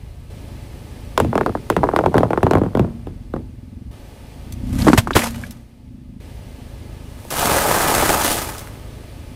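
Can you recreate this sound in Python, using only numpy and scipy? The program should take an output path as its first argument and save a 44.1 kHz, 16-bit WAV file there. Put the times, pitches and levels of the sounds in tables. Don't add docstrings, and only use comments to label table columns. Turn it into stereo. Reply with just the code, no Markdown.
import sys
import numpy as np
from scipy import signal
from scipy.fft import rfft, irfft, next_fast_len
from scipy.io import wavfile
from scipy.ndimage import uniform_filter1d

SR = 44100
rng = np.random.default_rng(int(sys.argv[2]) if len(sys.argv) > 2 else 0)


def waveform_to_disk(signal):
    frames = np.transpose(np.atleast_2d(signal))
    scaled = np.clip(frames, -1, 1) * 32767
    samples = np.round(scaled).astype(np.int16)
    wavfile.write(sys.argv[1], SR, samples)


N = 412335
TIME = np.arange(N) / SR
SHORT = TIME[:SR // 3]


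def amp(db):
    return 10 ** (np.asarray(db) / 20)


def unit(x):
    return x / np.sqrt(np.mean(x ** 2) + 1e-20)


def curve(rows, axis=1):
    rows = np.array(rows)
    return np.interp(TIME, rows[:, 0], rows[:, axis])


def read(points, hz):
    f, value = np.transpose(points)
    return np.interp(np.log(hz + 1), np.log(f + 1), value)


def add(mix, s, sound):
    part = mix[:, round(s * SR):][:, :sound.shape[-1]]
    part += sound[..., :part.shape[1]]


def swell(full_s, db, rise_s, hold_s, fall_s):
    before = np.maximum((full_s - TIME) / rise_s, 0)
    after = np.maximum((TIME - full_s - hold_s) / fall_s, 0)
    return db - 30 * (before + after)


def decay(t60, rise):
    return (1 - np.exp(-SHORT / rise)) * np.exp(-np.log(1000) * SHORT / t60)


def burst(length):
    u = SHORT / length
    return u * np.exp(1 - u)


def band(lo_hz, hi_hz, apart):
    sos = signal.butter(2, [lo_hz, min(hi_hz, SR / 2 - 100)], "band", fs=SR, output="sos")
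    mid, side = signal.sosfilt(sos, rng.standard_normal((2, len(SHORT))))
    return unit(np.array([mid + apart * side, mid - apart * side]))


def clicks(per_s, spread_db):
    size = amp(spread_db * np.minimum(rng.exponential(1, (2, N)), 4))
    sign = rng.choice([-1, 1], (2, N))
    return size * sign * (rng.random((2, N)) < per_s / SR)


def clumps(spread_db):
    return amp(spread_db * unit(uniform_filter1d(rng.standard_normal(N), 300)))


# f/Hz, correlation (0-1)
PORT_LIKENESS = [(60, 0.94), (400, 0.94), (1000, 0.66), (2000, 0.61), (5000, 0), (13000, 0.2)]


def ports(pair, colour, lag_s):
    size = next_fast_len(N)
    hz = np.fft.rfftfreq(size, 1 / SR)
    a, b = rfft(pair, size)
    angle = np.arccos(np.clip(read(PORT_LIKENESS, hz), 0, 1)) / 2
    shared, apart = np.cos(angle) * a, np.sin(angle) * b
    late = np.exp(-2j * np.pi * hz * lag_s)
    both = np.array([shared + apart, (shared - apart) * late])
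    return unit(irfft(both * amp(read(colour, hz)), size)[:, :N])


TREAD_EDGE_HZ = 2140


def chirp(hz, turns, width):
    now_hz = turns / (SHORT[:SR // 25] + turns / 5000)
    bell = np.exp(-.5 * (np.log(now_hz / hz) / width) ** 2)
    strength = bell / (1 + (now_hz / TREAD_EDGE_HZ) ** 6)
    return strength * np.sin(2 * np.pi * turns * np.log(hz / now_hz))


def ring(modes, pitch=1):
    out = 0
    for hz, db, t60 in modes:
        noise = band(pitch * hz / 1.28, pitch * hz * 1.2, min(hz / 2500, 1))
        out = out + amp(db) * noise * decay(t60, 0.00014)
    return out


PASS_S, PASS_TAKES_S, LEFT_DB, PAN_DB, PORT_LAG_S = 2.254, .4, 2.4, 2.3, 0.00014


def aside(sound, side):
    left, right = sound * np.ones((2, 1))
    t, gain = TIME[:len(left)], amp((LEFT_DB + PAN_DB * side) / 2)
    return np.array([left * gain, np.interp(t - PORT_LAG_S * side, t, right) / gain])


# t/s, chirp level/dB, chirp centre f/Hz, its width in log pitch, snap level/dB
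BALL_BREAKS = [(1.1766, -0.5, 1010, 0.63, -15.5), (1.2004, -4.5, 820, 0.69, -16.5),
               (1.2466, -13, 292, 0.98, -35), (1.3293, -11.0, 840, 0.8, -48),
               (1.354, -4.5, 777, 0.93, -28.5), (1.378, -3.5, 1026, 0.62, -28),
               (1.4102, -4.5, 1160, 0.93, -34), (1.4614, 0, 930, 0.17, -30),
               (1.4936, -15.5, 680, 0.83, -41), (1.5511, -9.5, 720, 0.69, -46),
               (1.7006, -1.5, 1390, 0.97, -17), (1.7651, -4.5, 980, 0.86, -23.5),
               (1.8312, -2.5, 650, 0.19, -44), (1.838, -0.5, 854, 0.3, -33), (1.8885, -5.5, 860, 0.53, -39),
               (1.9354, -7.8, 654, 0.54, -47), (1.962, -2.4, 900, 0.78, -21),
               (1.9886, -2, 685, 0.57, -30.5), (2.0083, -9.7, 467, 0.4, -42), (2.0375, -6, 627, 0.42, -43),
               (2.0598, 0.5, 573, 0.27, -27), (2.142, -0.5, 734, 0.24, -30), (2.1532, 0.5, 386, 0.33, -38),
               (2.1674, -9, 420, 0.83, -34), (2.1804, -4, 820, 0.65, -19.5), (2.205, -8, 465, 0.35, -38),
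               (2.2315, 0, 635, 0.53, -33), (2.3051, -7.5, 587, 0.58, -36), (2.3319, -7, 930, 0.76, -35),
               (2.3749, -5.5, 746, 0.75, -37), (2.4302, -4, 740, 0.87, -21), (2.4663, -3.5, 650, 0.69, -32),
               (2.5102, -5, 620, 0.98, -22.5), (2.5341, -5.5, 740, 0.89, -27), (2.5526, -2, 563, 0.73, -30),
               (2.5716, -8.5, 510, 0.9, -42), (2.5824, -12.5, 427, 0.94, -35.5),
               (2.6148, -6, 310, 0.75, -50), (2.6354, -12, 394, 0.88, -39), (2.6619, -17, 435, 1, -49),
               (2.7504, -3.5, 445, 0.43, -33), (2.772, -8.6, 416, 0.89, -33), (2.7943, -6, 350, 0.83, -29),
               (2.846, -15.9, 395, 0.78, -52), (3.069, -17, 320, 0.43, -46.5),
               (3.3377, -13.5, 443, 0.76, -45), (3.3617, -13.5, 350, 0.3, -48)]
# t/s, level/dB
TYRE_FALLS = [(1.203, -11.5), (1.765, -15.5), (2.155, -16.5), (2.432, -12), (2.512, -16.5), (2.8, -15),
              (3.36, -30)]
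# f/Hz, level/dB, t60/s
WHEEL_MODES = [(363.4, -10.5, 0.15), (860, -6, 0.033), (1380, -13.5, 0.025)]
THUD_DB, THUD_DB_PER_OCTAVE, USUAL_HZ = -18.5, 5, 730
CLOSEST_S, CLOSE_FOR_S, CLOSE_DB = 3.08, 0.71, 6


def balls():
    out = np.zeros((2, N))
    for s, db, hz, width, snap_db in BALL_BREAKS:
        side = np.tanh((s - PASS_S) / PASS_TAKES_S)
        add(out, s, amp(db) * aside(chirp(hz, turns=1.8 - 0.28 * side, width=width), side))
        wheel = ring(WHEEL_MODES, pitch=(hz / USUAL_HZ) ** 0.2)
        add(out, s + 0.00099, amp(db - 3.5) * aside(wheel, side))
        for late_s, smaller_db, pitch in rng.uniform([-.005, 11, .7], [.035, 23, 1.8], (3, 3)):
            piece = chirp(pitch * hz, turns=2.56, width=0.15)
            add(out, s + late_s, amp(db - smaller_db) * aside(piece, side))
        close_db = CLOSE_DB * np.exp(-((s - CLOSEST_S) / CLOSE_FOR_S) ** 2)
        thud_db = THUD_DB + db + THUD_DB_PER_OCTAVE * np.log2(USUAL_HZ / hz) + close_db
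        add(out, s, amp(thud_db) * band(65, 215, 0.2) * decay(0.27, 0.011))
        grind = burst(0.00059) + amp(-16) * burst(0.0025) + amp(-30) * burst(0.019)
        shard = rng.uniform(0.68, 0.96)
        snap = amp(2.5) * band(1800 * shard, 4400 * shard, 0.7) + amp(-4.0) * band(4200, 13000, 0.93)
        add(out, s, amp(snap_db) * snap * grind)
    for s, db in TYRE_FALLS:
        add(out, s, amp(db) * band(69, 226, 0.18) * decay(0.37, 0.0065))
    return out


CRUMBS_PER_S = 95


def crumbs():
    out = np.zeros((2, N))
    level_db = swell(full_s=1.85, db=-22.5, rise_s=.25, hold_s=.7, fall_s=.6)
    heard = level_db > -50
    for at in np.flatnonzero(heard & (rng.random(N) < CRUMBS_PER_S / SR)):
        size, pitch = rng.uniform(-1, 1, 2)
        piece = chirp(720 * 2 ** (.7 * pitch), turns=2.5, width=0.16)
        add(out, at / SR, amp(level_db[at] + 2.4 * size) * piece)
    return out


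# t/s, chirp level/dB, base f/Hz (the chirp centres 1.16 times higher)
CAN_BUCKLES = [(4.8672, -1, 435), (4.8728, 0.5, 323), (4.882, 3.5, 940), (4.8853, -1, 790),
               (4.898, -4, 500), (4.9316, 5.5, 1050), (5.072, -7.5, 840), (5.107, -5.5, 1140),
               (5.1538, -4.5, 400), (5.165, 2.5, 808), (5.219, -18, 1300), (5.2622, -17, 1070)]
# f/Hz, level/dB, t60/s
CAN_MODES = [(293, -5, 0.054), (1050, -11.5, 0.044), (1640, -19, 0.04)]
# t/s, jet level/dB, jet swell/s, push level/dB, push f/Hz
CAN_BURSTS = [(4.975, -6.5, 0.0057, 2, 110), (5.15, -10.5, 0.013, -2.5, 94)]
# f/Hz, level/dB, t60/s
LID_MODES = [(1653, -19, 0.021), (2250, -26, 0.028)]
LID_TICK_S = 5.437
# t/s, level/dB, start f/Hz, end f/Hz
FOLD_SQUEAKS = [(4.815, -25.5, 4850, 4020), (5.13, -24, 2730, 4540)]
BUCKLE_THUD_DB, BUCKLE_THUD_PER_DB, BUCKLE_SNAP_DB, BUCKLE_SNAP_PER_DB = -4, 1.5, -28, 1.1


def cans():
    out = np.zeros((2, N))
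    for s, db, hz in CAN_BUCKLES:
        add(out, s, amp(db) * chirp(1.16 * hz, turns=1.62, width=0.26))
        add(out, s, amp(db - 1.5) * ring(CAN_MODES))
        thud_db = BUCKLE_THUD_DB + BUCKLE_THUD_PER_DB * db + THUD_DB_PER_OCTAVE * np.log2(USUAL_HZ / hz)
        add(out, s, amp(thud_db) * band(174, 292, 0.22) * decay(0.068, 0.0021))
        snap_db = BUCKLE_SNAP_DB + BUCKLE_SNAP_PER_DB * db
        add(out, s, amp(snap_db) * band(1700, 9300, 1.0) * burst(0.0034))
    for s, jet_db, length, push_db, push_hz in CAN_BURSTS:
        jet = 0.48 * band(2600, 13200, 1.0) + 0.66 * band(500, 2570, 0.58)
        add(out, s, amp(jet_db) * jet * burst(length))
        push = np.sin(2 * np.pi * push_hz * SHORT) * decay(.06, .001)
        add(out, s + .008, amp(push_db) * push)
    for hz, db, t60 in LID_MODES:
        add(out, LID_TICK_S, amp(db) * np.sin(2 * np.pi * hz * SHORT) * decay(t60, 0.00028))
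    for s, db, start_hz, end_hz in FOLD_SQUEAKS:
        glide = np.linspace(start_hz, end_hz, SR // 80)
        flutter = 1 + band(100, 960, 0.76)[:, :len(glide)]
        whistle = np.sin(2 * np.pi * np.cumsum(glide) / SR)
        add(out, s, amp(db) * np.hanning(len(glide)) * flutter * whistle)
    return out


# full from t/s, level/dB (before a 2.5 dB lift), rise/s, hold/s, fall/s
SPRAYS = [(4.72, -49, .09, .08, .1), (4.8, -35.3, .17, .2, .07), (5.17, -26.5, .07, .085, .085),
          (5.35, -44, .08, .08, .27)]
# f/Hz, level/dB per Hz
FIZZ_COLOUR = [(240, -21), (500, 9.5), (2000, 0), (3400, -2.5), (13000, -6), (16000, -30)]
# t/s, level/dB
CAN_SPITS = [(5.192, -25), (5.218, -17.5), (5.343, -32)]


def foam():
    bubbles = unit(clicks(4000, 3)) + unit(clicks(500, 2.5))
    fizz = amp(2.5) * ports(bubbles, FIZZ_COLOUR, 0)
    out = fizz * clumps(3.3) * sum(amp(swell(*spray)) for spray in SPRAYS)
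    for s, db in CAN_SPITS:
        spit = band(1000, 2800, 0.8) + amp(-10.0) * band(3500, 14000, 0.97)
        add(out, s, amp(db) * spit * burst(0.0018))
    return out


WAFER_TOUCH_S, WAFER_BITE_S = 7.299, .01
# full from t/s, level/dB (trimmed per channel and layer), rise/s, hold/s, fall/s
WAFER_CRUNCH = (7.48, -21, .42, .68, .6)
# t/s, level/dB (the chirp 5 below, its snap 19 below), f/Hz
SINGLE_ROLLS = [(7.25, -22, 650), (7.428, -6, 1300), (7.712, 0, 828), (7.745, -4, 829), (8.029, -2.5, 576),
                (8.555, -19, 2150), (8.673, -17.5, 1930)]
TUBE_DB, TUBE_SPREAD_DB, TUBE_HZ, TUBE_OCTAVES, TUBES_PER_S = 3, 4.5, 870, .9, 380


def tubes():
    out, level_db = np.zeros((2, N)), swell(*WAFER_CRUNCH) + TUBE_DB
    crushing = (TIME > WAFER_TOUCH_S) & (level_db > -50)
    for at in np.flatnonzero(crushing & (rng.random(N) < TUBES_PER_S / SR)):
        size, pitch, side = rng.uniform(-1, 1, 3)
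        pan_db = np.array([[1], [-1]]) * (1.0 + 1.6 * side)
        gain = amp(level_db[at] + TUBE_SPREAD_DB * size + pan_db)
        rise = .3 * (at / SR - WAFER_CRUNCH[0])
        hz = TUBE_HZ * 2 ** (TUBE_OCTAVES * pitch + rise)
        add(out, at / SR, gain * chirp(hz, turns=4.52, width=0.15))
    for s, db, hz in SINGLE_ROLLS:
        add(out, s, amp(db - 5.0) * chirp(hz, turns=1.96, width=0.3))
        add(out, s, amp(db - 19) * band(2000, 12000, 1.0) * burst(0.00078))
    return out


# full from t/s, level/dB, rise/s, hold/s, fall/s
WAFER_FLAKES = (7.395, -19.5, .46, .93, .4)
# f/Hz, level/dB per Hz
WAFER_CRUNCH_COLOUR = [(41, -5), (80, -0.5), (200, -5.5), (360, 1.5), (500, -9.5), (830, -1.5), (1340, -4),
                       (1800, -8.5), (2600, -14), (3400, -63), (5700, -70)]
WAFER_FLAKE_COLOUR = [(900, 2.5), (2000, -3.5), (7000, -4.5), (9500, -3), (14000, -7), (15300, -7),
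                      (16000, -27)]


def wafers():
    hz = np.fft.rfftfreq(2048, 1 / SR)
    dispersion = irfft(np.exp(-2j * np.pi * 1.445 * np.log1p(hz / 120)))
    breaks = clicks(550, 2.7)
    chirps = signal.oaconvolve(breaks, dispersion[None], axes=1)[:, :N]
    crunch = ports(chirps, WAFER_CRUNCH_COLOUR, 0)
    tearing = uniform_filter1d(abs(breaks), size=24) * rng.standard_normal((2, N))
    flakes = ports(unit(clicks(4000, 2.3)) + .7 * unit(tearing), WAFER_FLAKE_COLOUR, 0)
    crunch_gain = amp(swell(*WAFER_CRUNCH) + [[1], [-2]])
    sound = crunch_gain * crunch + amp(swell(*WAFER_FLAKES)) * flakes * clumps(1.3)
    return sound * np.clip((TIME - WAFER_TOUCH_S) / WAFER_BITE_S, .12, 1)


# t/s, level/dB
GRIT_TICKS = [(4.523, -31), (5.306, -32), (5.508, -31), (7.304, -22), (7.948, -13), (8.581, -27),
              (8.592, -30)]


def grit():
    out = np.zeros((2, N))
    for s, db in GRIT_TICKS:
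        add(out, s, amp(db) * band(2500, 14000, .9) * burst(.0015))
    return out


# t/s, level/dB
WHEEL_DROPS = [(1.208, -18), (2.803, -24.5), (4.88, -22), (5.169, -20.5)]
CAVITY_HZ, CAVITY_T60 = 231, 1.1


def cavity():
    out, t = np.zeros((2, N)), TIME[:SR]
    for s, db in WHEEL_DROPS:
        hum = np.sin(2 * np.pi * CAVITY_HZ * t) * np.exp(-np.log(1000) * t / CAVITY_T60)
        add(out, s, amp(db) * hum)
    return out


def underbody(x, db, count=12):
    taps = np.zeros((2, SR // 60))
    places = rng.integers(SR // 900, SR // 60, (2, count))
    np.put_along_axis(taps, places, rng.choice([-1., 1.], (2, count)), 1)
    bright = signal.sosfilt(signal.butter(1, 700, "high", fs=SR, output="sos"), x)
    return amp(db) * signal.oaconvolve(bright, taps / np.sqrt(count), axes=1)[:, :N]


# start t/s, engine goes by t/s, time it takes/s, boom level/dB, exhaust putter level/dB, fan level/dB
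CAR_RUNS = [(0, 1.1, 0.43, -31.5, -51.5, -44.5), (0.301, 2.66, 0.34, -29.5, -44.5, -38.5),
            (3.912, 5.55, 0.064, -34.5, -48, -41), (6.202, 9.74, 0.27, -32.5, -46.5, -38.5)]
# t/s, throttle (1 = loud push, about -0.3 = creeping, lower = engine quieter)
THROTTLE_PUSH = [(4.31, -0.33), (4.84, 0.98), (5.03, 0.32), (5.42, 0.13), (5.7, -0.81), (5.93, -0.22)]
THROTTLE_BOOM_DB, THROTTLE_PUTTER_DB = 14, 23.5
NEARING_DB_PER_S, FAN_SCREENED_DB, BOOM_SCREENED_DB, EXHAUST_NEARER_DB = 1.08, 12.5, 0.5, 7


def car_levels():
    runs = np.array(CAR_RUNS)
    _, by_s, takes_s, boom_db, putter_db, fan_db = runs[np.searchsorted(runs[1:, 0], TIME)].T
    gone_by = (1 + np.tanh((TIME - by_s) / takes_s / 2)) / 2
    throttle = curve(THROTTLE_PUSH)
    return (boom_db - BOOM_SCREENED_DB * gone_by + THROTTLE_BOOM_DB * throttle,
            putter_db + EXHAUST_NEARER_DB * gone_by + THROTTLE_PUTTER_DB * throttle,
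            fan_db - FAN_SCREENED_DB * gone_by - NEARING_DB_PER_S * abs(TIME - by_s))


# t/s, firings per second f/Hz
FIRING_RATE = [(2.5, 27), (3.4, 21), (4.0, 22.2), (4.85, 34.2), (6.1, 27), (6.3, 26)]
# f/Hz, level/dB, t60/s
PIPE_MODES = [(137.7, -6.5, 0.093), (250.8, -1, 0.066), (313, 0.5, 0.034)]
# f/Hz, level/dB per Hz
ENGINE_BOOM_COLOUR = [(15, -25.5), (30, -7), (45, 0.5), (82, -0.5), (126, -4), (260, -32), (700, -100)]
EXHAUST_COLOUR = [(70, -22), (110, -10), (140, -10), (180, 6), (235, -3), (280, -1.5), (350, -17),
                  (1200, -69.5)]


def engine(boom_db, putter_db):
    count = np.floor(np.cumsum(curve(FIRING_RATE)) / SR).astype(int)
    pulses = np.diff(count, prepend=0) * amp(rng.standard_normal(N))
    drive = np.array([unit(pulses), np.zeros(N)])
    boom = ports(drive + rng.standard_normal((2, N)), ENGINE_BOOM_COLOUR, 0.00026)
    pipe = sum(amp(db) * np.sin(2 * np.pi * hz * SHORT) * decay(t60, 0.0047) for hz, db, t60 in PIPE_MODES)
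    exhaust = unit(signal.oaconvolve(drive, pipe[None], axes=1)[:, :N])
    puff_gain = .2 + unit(signal.oaconvolve(pulses, burst(.005))[:N])
    puffs = puff_gain * rng.standard_normal((2, N))
    putter = amp(5) * ports(exhaust + amp(16) * unit(puffs), EXHAUST_COLOUR, 0)
    return amp(boom_db) * boom + amp(putter_db) * putter


# f/Hz, level/dB per Hz
FAN_COLOUR = [(150, -2), (280, 0.5), (566, -3), (1220, -10.5), (2670, -17), (4300, -18.5), (7190, -26),
              (8850, -22.5), (13400, -29), (15200, -26.5), (16000, -69.5)]


def air(fan_db):
    return amp(fan_db) * ports(rng.standard_normal((2, N)), FAN_COLOUR, 0.000382)


def scene():
    boom_db, putter_db, fan_db = car_levels()
    blows = balls() + crumbs() + cans() + tubes()
    small = foam() + wafers() + grit() + air(fan_db)
    reflections = underbody(blows, -15.5) + underbody(small, -4.0)
    return blows + small + reflections + cavity() + engine(boom_db, putter_db)


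EDGE_HZ = 15900


def record(dry):
    clipped = dry / (1 + np.abs(dry) ** 8) ** (1 / 8)
    lowpass = signal.firwin(255, EDGE_HZ, window=("kaiser", 8), fs=SR)
    return signal.oaconvolve(clipped, lowpass[None], "same")


dry = scene()
out = record(dry)
waveform_to_disk(out)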